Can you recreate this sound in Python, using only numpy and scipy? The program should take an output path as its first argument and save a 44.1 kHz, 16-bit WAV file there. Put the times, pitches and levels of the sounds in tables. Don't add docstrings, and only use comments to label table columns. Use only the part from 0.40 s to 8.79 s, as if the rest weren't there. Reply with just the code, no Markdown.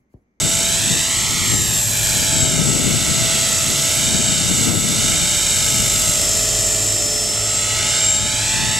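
import sys
import numpy as np
from scipy import signal
from scipy.fft import rfft, irfft, next_fast_len
from scipy.io import wavfile
from scipy.ndimage import map_coordinates

SR = 44100
rng = np.random.default_rng(int(sys.argv[2]) if len(sys.argv) > 2 else 0)


def materialize(psi):
    bounded = np.clip(np.atleast_2d(psi).T, -1, 1)
    quanta = np.round(bounded * 32767).astype(np.int16)
    wavfile.write(sys.argv[1], SR, quanta)


N = 369999

PINION, MAIN_GEAR = 13, 150
TAIL_RATIO = 106 / 25

# [t/s, f/Hz]
MESH_RATE = [(0.0, 7807), (0.33, 7836), (0.47, 7821), (0.85, 7720), (1.08, 7598), (1.21, 7556),
             (1.67, 7683), (1.77, 7722), (1.87, 7714), (2.12, 7626), (2.44, 7751), (2.87, 7781),
             (3.17, 7762), (3.51, 7771), (4.01, 7650), (4.24, 7706), (4.74, 7751), (4.95, 7727),
             (5.28, 7656), (5.66, 7614), (6.11, 7606), (6.86, 7637), (7.4, 7617), (7.49, 7607),
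             (7.72, 7535), (7.96, 7642), (8.17, 7708), (8.39, 7700)]
# [t/s, share 0-1]
BANK_TOWARDS_LISTENER = [(0, 0.13), (4.5, 0.1), (5.1, 0.34), (5.6, 0.29), (6.0, 0.82), (6.75, 0.93),
                         (7.15, 0.58), (7.6, .32), (8.39, 0.17)]
# [f/Hz, left minus right level/dB]
PORT_BALANCE = [(200, -2.5), (900, 1), (1800, -0.5), (2700, -3.5), (3800, -4), (5200, 0), (6500, -0.5),
                (7600, -1), (9500, -2), (11000, -2.5), (12500, 9), (15000, -4)]
# [f/Hz, lead of the left/rad]
LEFT_PORT_LEAD = [(700, 0.075), (1400, 0.29), (2700, -0.89), (4300, -0.27), (6200, 0.36), (9000, -0.753),
                  (10300, 0.39), (12400, -1.44)]


def helicopter():
    mesh_hz, = curves(MESH_RATE)
    bank, = curves(BANK_TOWARDS_LISTENER)
    mesh = 2 * np.pi * np.cumsum(mesh_hz) / SR
    rotor = mesh / MAIN_GEAR
    sound = drive(mesh, mesh_hz, rotor, bank)
    sound = sound + rushing(rotor, bank)
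    sound = sound + tail_rotor(rotor * TAIL_RATIO, bank)
    sound = sound + tip_chirp(rotor)

    def both_ports(hz):
        level = amp(along(PORT_BALANCE, hz) / 2)
        lead = np.exp(1j * along(LEFT_PORT_LEAD, hz) / 2)
        left = level * lead
        return np.array([left, 1 / left])

    return filtered(sound, both_ports)


# [t/s, level/dB before WHINE_DB]
WHINE_LEVEL = [(0.0, -28), (0.09, -25), (0.18, -29), (0.33, -24), (0.42, -30), (0.47, -24), (0.67, -29),
               (0.72, -24), (0.96, -32), (1.14, -20), (1.29, -26), (1.4, -22), (1.63, -32), (1.78, -26),
               (1.82, -30), (2.03, -19), (2.22, -30), (2.29, -22), (2.48, -26), (3.13, -24), (3.27, -28),
               (3.9, -23), (4.04, -27), (4.25, -23), (4.67, -27), (4.95, -23), (5.33, -25), (5.68, -23),
               (5.8, -26), (6.49, -23), (6.82, -31), (7.17, -22), (7.34, -30), (7.45, -29), (7.67, -17),
               (7.78, -21), (7.92, -31), (8.13, -25), (8.23, -32), (8.39, -27)]
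# [t/s, swing/rad]
WARBLE_SWING = [(0, .25), (4.7, .25), (5.1, .7), (5.7, .85), (6.2, 1.6), (6.6, .65), (7.2, .3), (8.39, .25)]
# [t/s, level/dB before WHISTLE_DB]
WHISTLE_LEVEL = [(0, -41), (1.6, -44), (2, -37), (2.5, -47), (3.7, -38), (4.4, -48), (4.8, -41),
                 (5.16, -34), (5.48, -34.5), (5.68, -44), (5.8, -29.5), (6.1, -32), (6.4, -36), (6.55, -30),
                 (6.8, -27), (7.1, -34), (7.3, -43), (7.47, -34.5), (7.9, -41), (8.15, -35.5), (8.39, -38)]
# [rotor orders off the mesh], then [level/dB in level flight]
SIDE_OFFSETS = (-8, -4.24, 4.24, 8)
SIDE_LEVELS = [-37, -41, -45, -38]
# [rotor orders off the mesh], then [level/dB at full resonance]
JUDDER_OFFSETS = (-4, -3, -2, -1)
JUDDER_LEVELS = [-32, -31, -34.5, -28.5]
# [multiples of the motor shaft speed], then [relative level/dB]
HUM_ORDERS = (1, 2, 3, 4, 5, 10, 11, 14)
HUM_LEVELS = [1, -12.5, -8, -3, 2.5, -6, -6, -36]
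WHINE_DB, WHISTLE_DB = 0.3, 2
UNDER_DB, UNDER_BANK_DB = -40.5, 10
HUM_DB, HUM_BANK_DB, HUM_WANDER_DB = -50.3, 9.5, 0.58
FRAME_HZ, FRAME_WIDTH_HZ = 7520, 74
GEAR_MIRROR, LOW_MIRROR = 0.35, 0.66


def drive(mesh, mesh_hz, rotor, bank):
    whine_db, = curves(WHINE_LEVEL)
    warble, = curves(WARBLE_SWING)
    whistle_db, = curves(WHISTLE_LEVEL)
    motor = mesh / PINION
    teeth = mesh + warble * np.sin(rotor)

    whine = amp(whine_db + WHINE_DB) * tone(teeth, flutter_db=0.3, smear=0.24, rate=39)
    whine = whine * chop(rotor, once=0.07 + 0.15 * bank, twice=0.044)
    drift_db = 1.0 * wobble(11)
    whine = whine * amp([drift_db, -drift_db])

    side_orders = np.add(MAIN_GEAR, SIDE_OFFSETS)
    sides = amp(3.5 * bank) * tones(rotor, side_orders, SIDE_LEVELS, flutter_db=2.5, smear=0.68, rate=25)

    ringing = 1 / (1 + ((mesh_hz - FRAME_HZ) / FRAME_WIDTH_HZ) ** 2)
    judder_orders = np.add(MAIN_GEAR, JUDDER_OFFSETS)
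    judder = tones(rotor, judder_orders, JUDDER_LEVELS, flutter_db=3.0, smear=0.52, rate=30)
    judder = ringing ** 4 * judder

    whistle = amp(whistle_db + WHISTLE_DB) * tone(9 * motor, flutter_db=0.5, smear=0.12, rate=14)

    hum_db = HUM_DB + HUM_BANK_DB * np.sqrt(np.abs(bank)) + HUM_WANDER_DB * wobble(3.017)
    hum = amp(hum_db) * tones(motor, HUM_ORDERS, HUM_LEVELS, flutter_db=1.6, smear=0.35, rate=12)

    under = amp(UNDER_DB + UNDER_BANK_DB * bank) * tone(teeth - motor, flutter_db=1.5, smear=0.35, rate=25)
    under = under * chop(rotor, once=0.2 * bank, twice=0.05)

    direct = whine + judder + whistle
    echoes = amp(-12) * scatter(whine, t60=0.37)
    return direct + echoes + ground(under + sides, GEAR_MIRROR) + ground(hum, LOW_MIRROR)


# [t/s, gear hiss level/dB before trim and bank, fine treble hiss level/dB]
HISS_LEVELS = [(0.0, -21.5, -34), (0.14, -20, -32.5), (0.82, -22, -34.5), (1.54, -22.5, -28),
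               (1.78, -19.5, -29), (2.05, -22.5, -36), (3.55, -19.5, -31), (3.88, -21.5, -37.5),
               (4.25, -21, -32.5), (4.32, -25, -34), (4.7, -19, -33), (4.86, -20.5, -34),
               (5.58, -19.5, -29.5), (7.01, -24.5, -39.5), (7.57, -22, -38), (7.83, -25.5, -41.5),
               (7.92, -23.5, -39.5), (8.39, -24, -38.5)]
# [t/s, level/dB before WHOOSH_DB]
WHOOSH_LEVEL = [(0.0, -30), (0.23, -28), (1.12, -27.5), (1.17, -31.5), (1.4, -29), (1.42, -33),
                (1.75, -26.5), (2.29, -31), (2.97, -25.5), (3.2, -28.5), (3.36, -27.5), (4.28, -29),
                (4.37, -33), (4.6, -27.5), (5.61, -29), (6.8, -34.5), (7.57, -26.5), (7.74, -31),
                (8.2, -27.5), (8.39, -29)]
# [t/s, level/dB]
SIZZLE_CURVE = [(0, -31.5), (.2, -31.5), (.6, -30), (.8, -40), (1.25, -33.5), (1.5, -40.5), (2, -35),
                (2.4, -36), (3.6, -32.5), (4.3, -33.5), (4.75, -32.5), (5.5, -35), (6.4, -47), (7, -51),
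                (7.6, -36), (8.3, -35)]
# [t/s, depth 0-1]
PULSE_DEPTH = [(0, .08), (.6, .04), (4.3, .04), (4.7, .11), (5.5, .16), (5.9, .08), (8.39, .04)]
# [t/s, share of the mids 0-1, share of the treble 0-1]
BOUNCE_CLARITY = [(0, .5, .44), (.6, .7, .4), (1.1, .97, .38), (1.4, .65, .35), (1.75, .88, .4),
                  (2.15, .88, .55), (2.6, .62, .35), (3.3, .6, .28), (3.8, .58, .5), (4.25, .95, .62),
                  (4.6, .62, .55), (5, .68, .6), (5.8, .55, .3), (6.9, .7, .32), (7.4, .62, .6),
                  (7.8, .68, .76), (8.39, .9, .68)]
# [f/Hz, relative level/dB per Hz]
WHOOSH_COLOUR = [(150, -9.5), (350, -2), (700, -8.5), (1000, -10.5), (1400, -5.5), (1900, -3.3), (2400, -1),
                 (3000, 2), (3350, 1.46), (3750, 0), (4300, 0.5), (6500, -4.5), (9000, -13.5), (15000, -48)]
SIZZLE_COLOUR = [(3100, -40), (3500, -6.5), (3750, 0), (3950, -4), (4400, -45)]
GEAR_COLOUR = [(2500, -32), (4500, -12), (6000, -4.5), (7000, -1), (7700, 0), (8300, -4.5), (9300, -8.5),
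               (11000, -20), (15000, -54)]
AIR_COLOUR = [(7000, -29), (9500, 5.5), (11000, 14.5), (12400, 14.5), (13800, 6), (15200, -16)]
WASH_COLOUR = [(150, -13), (350, 7.5), (520, -14), (700, 2), (950, -31), (1500, -14)]
# [f/Hz, share]
MIDS_MIRROR = [(300, .45), (900, .7), (1400, 1), (1900, 1), (2600, 0)]
TREBLE_MIRROR = [(1900, 0), (2600, 1), (4000, .74), (7000, .48), (12000, .12)]
WHOOSH_DB = 3.5
GEAR_DB, GEAR_BANK_DB = -0.4062, 0.25


def rushing(rotor, bank):
    gear_db, air_db = curves(HISS_LEVELS)
    whoosh_db, = curves(WHOOSH_LEVEL)
    sizzle_db, = curves(SIZZLE_CURVE)
    pulsing, = curves(PULSE_DEPTH)
    mids_share, treble_share = curves(BOUNCE_CLARITY)

    whoosh = amp(whoosh_db + WHOOSH_DB) * wide_noise(WHOOSH_COLOUR) * chop(rotor, once=pulsing, twice=0.04)
    sizzle = amp(sizzle_db) * wide_noise(SIZZLE_COLOUR) * chop(rotor, once=0.05, twice=0.1)
    gear_gain = amp(gear_db + GEAR_DB + GEAR_BANK_DB * bank)
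    gears = gear_gain * wide_noise(GEAR_COLOUR) * chop(rotor, once=pulsing, twice=0.06)
    swish = np.minimum(amp(air_db + 33), 1.3)
    air = amp(air_db) * wide_noise(AIR_COLOUR) * chop(rotor, once=0.18 * swish, twice=0.24 * swish)
    wash = amp(-31.5) * bank * wide_noise(WASH_COLOUR) * chop(rotor, once=0.266, twice=0.39)

    rush = whoosh + sizzle + gears + air + wash
    mids = filtered(rush, lambda hz: along(MIDS_MIRROR, hz))
    treble = filtered(rush, lambda hz: along(TREBLE_MIRROR, hz))
    return rush + bounce(mids_share * mids + treble_share * treble)


# [t/s, shaft buzz level/dB]
TAIL_BUZZ_LEVEL = [(0, -43), (.27, -39.5), (.9, -42.5), (1.5, -49), (2, -39.5), (2.45, -46), (3.05, -38.5),
                   (3.3, -43), (3.95, -42), (4.3, -56), (4.7, -41), (5.02, -55), (5.2, -45.5), (6.15, -39),
                   (6.95, -48), (7.5, -44), (8.39, -43)]
# [t/s, level/dB]
LOW_BLADE_LEVEL = [(0, -50.5), (.22, -42), (.45, -52), (.85, -44), (1.15, -49.5), (1.6, -50), (1.72, -42.5),
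                   (1.82, -50), (1.94, -36), (2.04, -50), (2.13, -43), (2.25, -50), (3.7, -46.5),
                   (4.5, -52), (5.2, -45), (5.9, -53.5), (6.7, -57), (7.3, -43), (7.7, -43), (8.25, -34.5)]
# [t/s, gain/dB]
HIGH_BLADE_LEVEL = [(0, -45), (1.1, -42.5), (1.5, -46), (3.1, -43), (4.7, -45.5), (5.3, -42), (6.6, -56.5),
                    (7.4, -39), (7.8, -41.5), (8.2, -37)]
# [multiples of the tail shaft speed], then [relative level/dB]
HIGH_BLADE_ORDERS = (6, 8, 9, 10, 11, 12)
HIGH_BLADE_DBS = [0, -4, -3, -2, -3, -5]


def tail_rotor(tail, bank):
    buzz_db, = curves(TAIL_BUZZ_LEVEL)
    low_db, = curves(LOW_BLADE_LEVEL)
    high_db, = curves(HIGH_BLADE_LEVEL)
    thrust = amp(-37.5) * np.abs(bank) ** 1.2 * tone(2 * tail, flutter_db=1.2, smear=0.15, rate=12)
    buzz = amp(buzz_db) * tone(3 * tail, flutter_db=1.46, smear=0.2, rate=20)
    low = amp(low_db) * tone(4 * tail, flutter_db=1.8, smear=0.29, rate=34)
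    high = tones(tail, HIGH_BLADE_ORDERS, HIGH_BLADE_DBS, flutter_db=1.8, smear=1.15, rate=60)
    return thrust + low + ground(buzz + amp(high_db) * high, LOW_MIRROR)


TIP_AT_S, TIP_HALF_S = 1.42, 0.24
TIP_DB, TIP_HZ, TIP_RISE_HZ = -41, 12200, 380


def tip_chirp(rotor):
    turn = rotor % (2 * np.pi) - np.pi
    facing = np.exp(-((np.arange(N) / SR - TIP_AT_S) / TIP_HALF_S) ** 2)
    angle = 2 * np.pi * np.cumsum(TIP_HZ + TIP_RISE_HZ * turn) / SR
    flash = unit(np.exp(-(turn / 0.8) ** 2))
    return amp(TIP_DB) * facing * flash * tone(angle, flutter_db=2.5, smear=0.9, rate=500)


def ground(x, share):
    return x + share * bounce(x)


# [t/s, lag/ms]
BOUNCE_LAG = [(0, 1.385), (.13, 1.365), (.29, 1.295), (.42, 1.18), (.6, 1.07), (.82, .94), (1.0, .915),
              (1.12, .955), (1.3, 1.08), (1.54, 1.225), (1.9, 1.255), (2.35, 1.43), (2.77, 1.41),
              (3.12, 1.52), (3.32, 1.47), (3.6, 1.345), (3.79, 1.325), (4.31, 1.42), (5.07, 1.32),
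              (5.55, 1.41), (5.97, 1.545), (6.32, 1.575), (6.8, 1.52), (7.2, 1.466), (7.58, 1.355),
              (7.79, 1.335), (7.96, 1.275), (8.16, 1.14), (8.39, 1.065)]


def bounce(x):
    lag_ms, = curves(BOUNCE_LAG)
    late = np.arange(N) - lag_ms * SR / 1000
    return np.array([map_coordinates(port, [late]) for port in x])


def scatter(x, t60):
    t = np.arange(SR // 2) / SR
    tail = rng.standard_normal((2, len(t))) * amp(-60 * t / t60)
    return signal.fftconvolve(x, tail / np.linalg.norm(tail[0]), axes=1)[:, :N]


# [f/Hz, relative level/dB per Hz]
SMALL_EDDIES = [(20, -34), (60, -17), (100, -2.5), (160, 3), (270, -3.5), (420, -11.5), (700, -20),
                (2000, -45)]
LARGE_EDDIES = [(20, -20), (45, -6.5), (85, 4), (140, 1), (250, -32), (600, -57)]
HIGHEST_EDDIES = [(200, -22), (340, 0), (480, -8), (800, -26), (2000, -60)]
FLURRY_DB, STRONG_GUST_DB = -36, -25


def wind():
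    gust_db = gusts()

    def eddies(spectrum):
        return np.array([unit(noise(spectrum) * amp(1.8 * wobble(30))) for _ in range(2)])

    small = amp(gust_db + 2.5) * eddies(SMALL_EDDIES)
    large = amp(0.29 * gust_db - 24.5) * eddies(LARGE_EDDIES)
    flurry = amp(FLURRY_DB + 2 * (gust_db - STRONG_GUST_DB)) * eddies(HIGHEST_EDDIES)
    return amp([[7], [-11]]) * (small + large + flurry)


# [peak t/s, strength level/dB, time/s to fall by GUST_FALL_DB on either side]
GUST_PEAKS = [(0.049, -31.5, 0.4), (.52, -29.5, 0.08), (1.14, -29.5, 0.23), (2.03, -27, 0.14),
              (2.3, -23.5, .05), (2.36, -25.5, 0.58), (2.86, -31.5, 0.1), (3.31, -32, .13),
              (3.78, -29, 0.2), (4.25, -27, .58), (4.29, -23, 0.1169), (4.66, -30, 0.22),
              (5.4, -34.5, 0.42), (5.7, -30.5, 0.0145), (7.41, -40, .08), (7.86, -37.5, .12),
              (8.25, -31.5, 0.1)]
GUST_FALL_DB, CALM_DB = 9, -59


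def gusts():
    t = np.arange(N) / SR
    swells = [db - GUST_FALL_DB * np.abs(t - s) / length for s, db, length in GUST_PEAKS]
    return np.maximum(np.max(swells, axis=0), CALM_DB)


# [t/s, firing f/Hz, level/dB]
CAR_PULLING_AWAY = [(.7, 103, -52), (1.5, 112, -30), (2.2, 124, -39.5), (3.1, 138.6, -34.5),
                    (4.8, 151.6, -45.5), (5.2, 135, -37), (5.6, 104.7, -40.5), (6.8, 105, -34.5),
                    (8.39, 112, -36.5)]
# [t/s, level/dB]
IDLE_LEVEL = [(0, -45), (2.6, -42.5), (3.6, -68), (4.6, -45), (5.8, -35), (7.3, -45), (8.39, -37.5)]
# [f/Hz, relative level/dB per Hz]
TOWN_COLOUR = [(20, -14), (45, -2), (100, -6), (200, -7), (400, -18), (950, -14), (1450, -26), (4000, -32)]


def traffic(idle_hz=45, drone_hz=104):
    firing_hz, car_db = curves(CAR_PULLING_AWAY)
    idle_db, = curves(IDLE_LEVEL)
    crank = np.pi * np.cumsum(firing_hz) / SR
    steady = 2 * np.pi * np.arange(N) / SR
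    car = amp(car_db) * tones(crank, [2, 3, 4], [0, -14, -16], flutter_db=2.5, smear=0.42, rate=8)
    idle = amp(idle_db) * tone(steady * idle_hz, flutter_db=2.0, smear=0.8, rate=6.5)
    drone = tones(steady * drone_hz, [1, 2], [-43, -51], flutter_db=0.5, smear=0.96, rate=6)
    town = amp(-36.8) * wide_noise(TOWN_COLOUR)
    return car + idle + drone + town


def tones(angle, orders, dbs, flutter_db, smear, rate):
    out = np.zeros((2, N))
    for order, db in zip(orders, dbs):
        phase = order * angle + smear * wobble(rate)
        apart = 0.068 * wobble(3.1)
        gain = np.sqrt(2) * amp(db + flutter_db * wobble(6))
        out += gain * np.sin([phase + apart, phase - apart])
    return out


def tone(angle, flutter_db, smear, rate):
    return tones(angle, [1], [0], flutter_db, smear, rate)


def chop(rotor, once, twice):
    return unit(1 + once * np.cos(rotor) + twice * np.cos(2 * rotor))


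# [f/Hz, likeness 0-1]
PORT_LIKENESS = [(100, 1), (600, 0.979), (2500, 0.856), (5000, 1), (8000, 1), (12000, 0.71)]


def wide_noise(spectrum):
    def mid_and_side(hz):
        turn = np.arccos(np.clip(along(PORT_LIKENESS, hz), -1, 1)) / 2
        return np.array([np.cos(turn), np.sin(turn)])

    mid, side = filtered(np.array([noise(spectrum), noise(spectrum)]), mid_and_side)
    return np.array([mid + side, mid - side])


def noise(spectrum):
    return unit(filtered(rng.standard_normal(N), lambda hz: amp(along(spectrum, hz))))


def wobble(rate):
    knots = rng.standard_normal(int(N * rate / SR) + 4)
    return map_coordinates(knots, [np.arange(N) * rate / SR])


def filtered(x, response):
    m = next_fast_len(N + SR // 2)
    return irfft(rfft(x, m) * response(np.fft.rfftfreq(m, 1 / SR)), m)[..., :N]


def curves(rows):
    s, *cols = np.transpose(rows)
    return [np.interp(np.arange(N) / SR, s, c) for c in cols]


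def along(points, hz):
    f, v = np.transpose(points)
    return np.interp(np.log(hz + 1), np.log(f + 1), v)


def amp(db):
    return 10 ** (np.asarray(db) / 20)


def unit(x):
    return x / np.sqrt(np.mean(x ** 2) + 1e-20)


def scene():
    return helicopter() + wind() + traffic()


TOP_HZ = 15250


def record(dry):
    return filtered(dry, lambda hz: (hz < TOP_HZ) * hz / np.hypot(hz, 18))


dry = scene()
out = record(dry)
materialize(out)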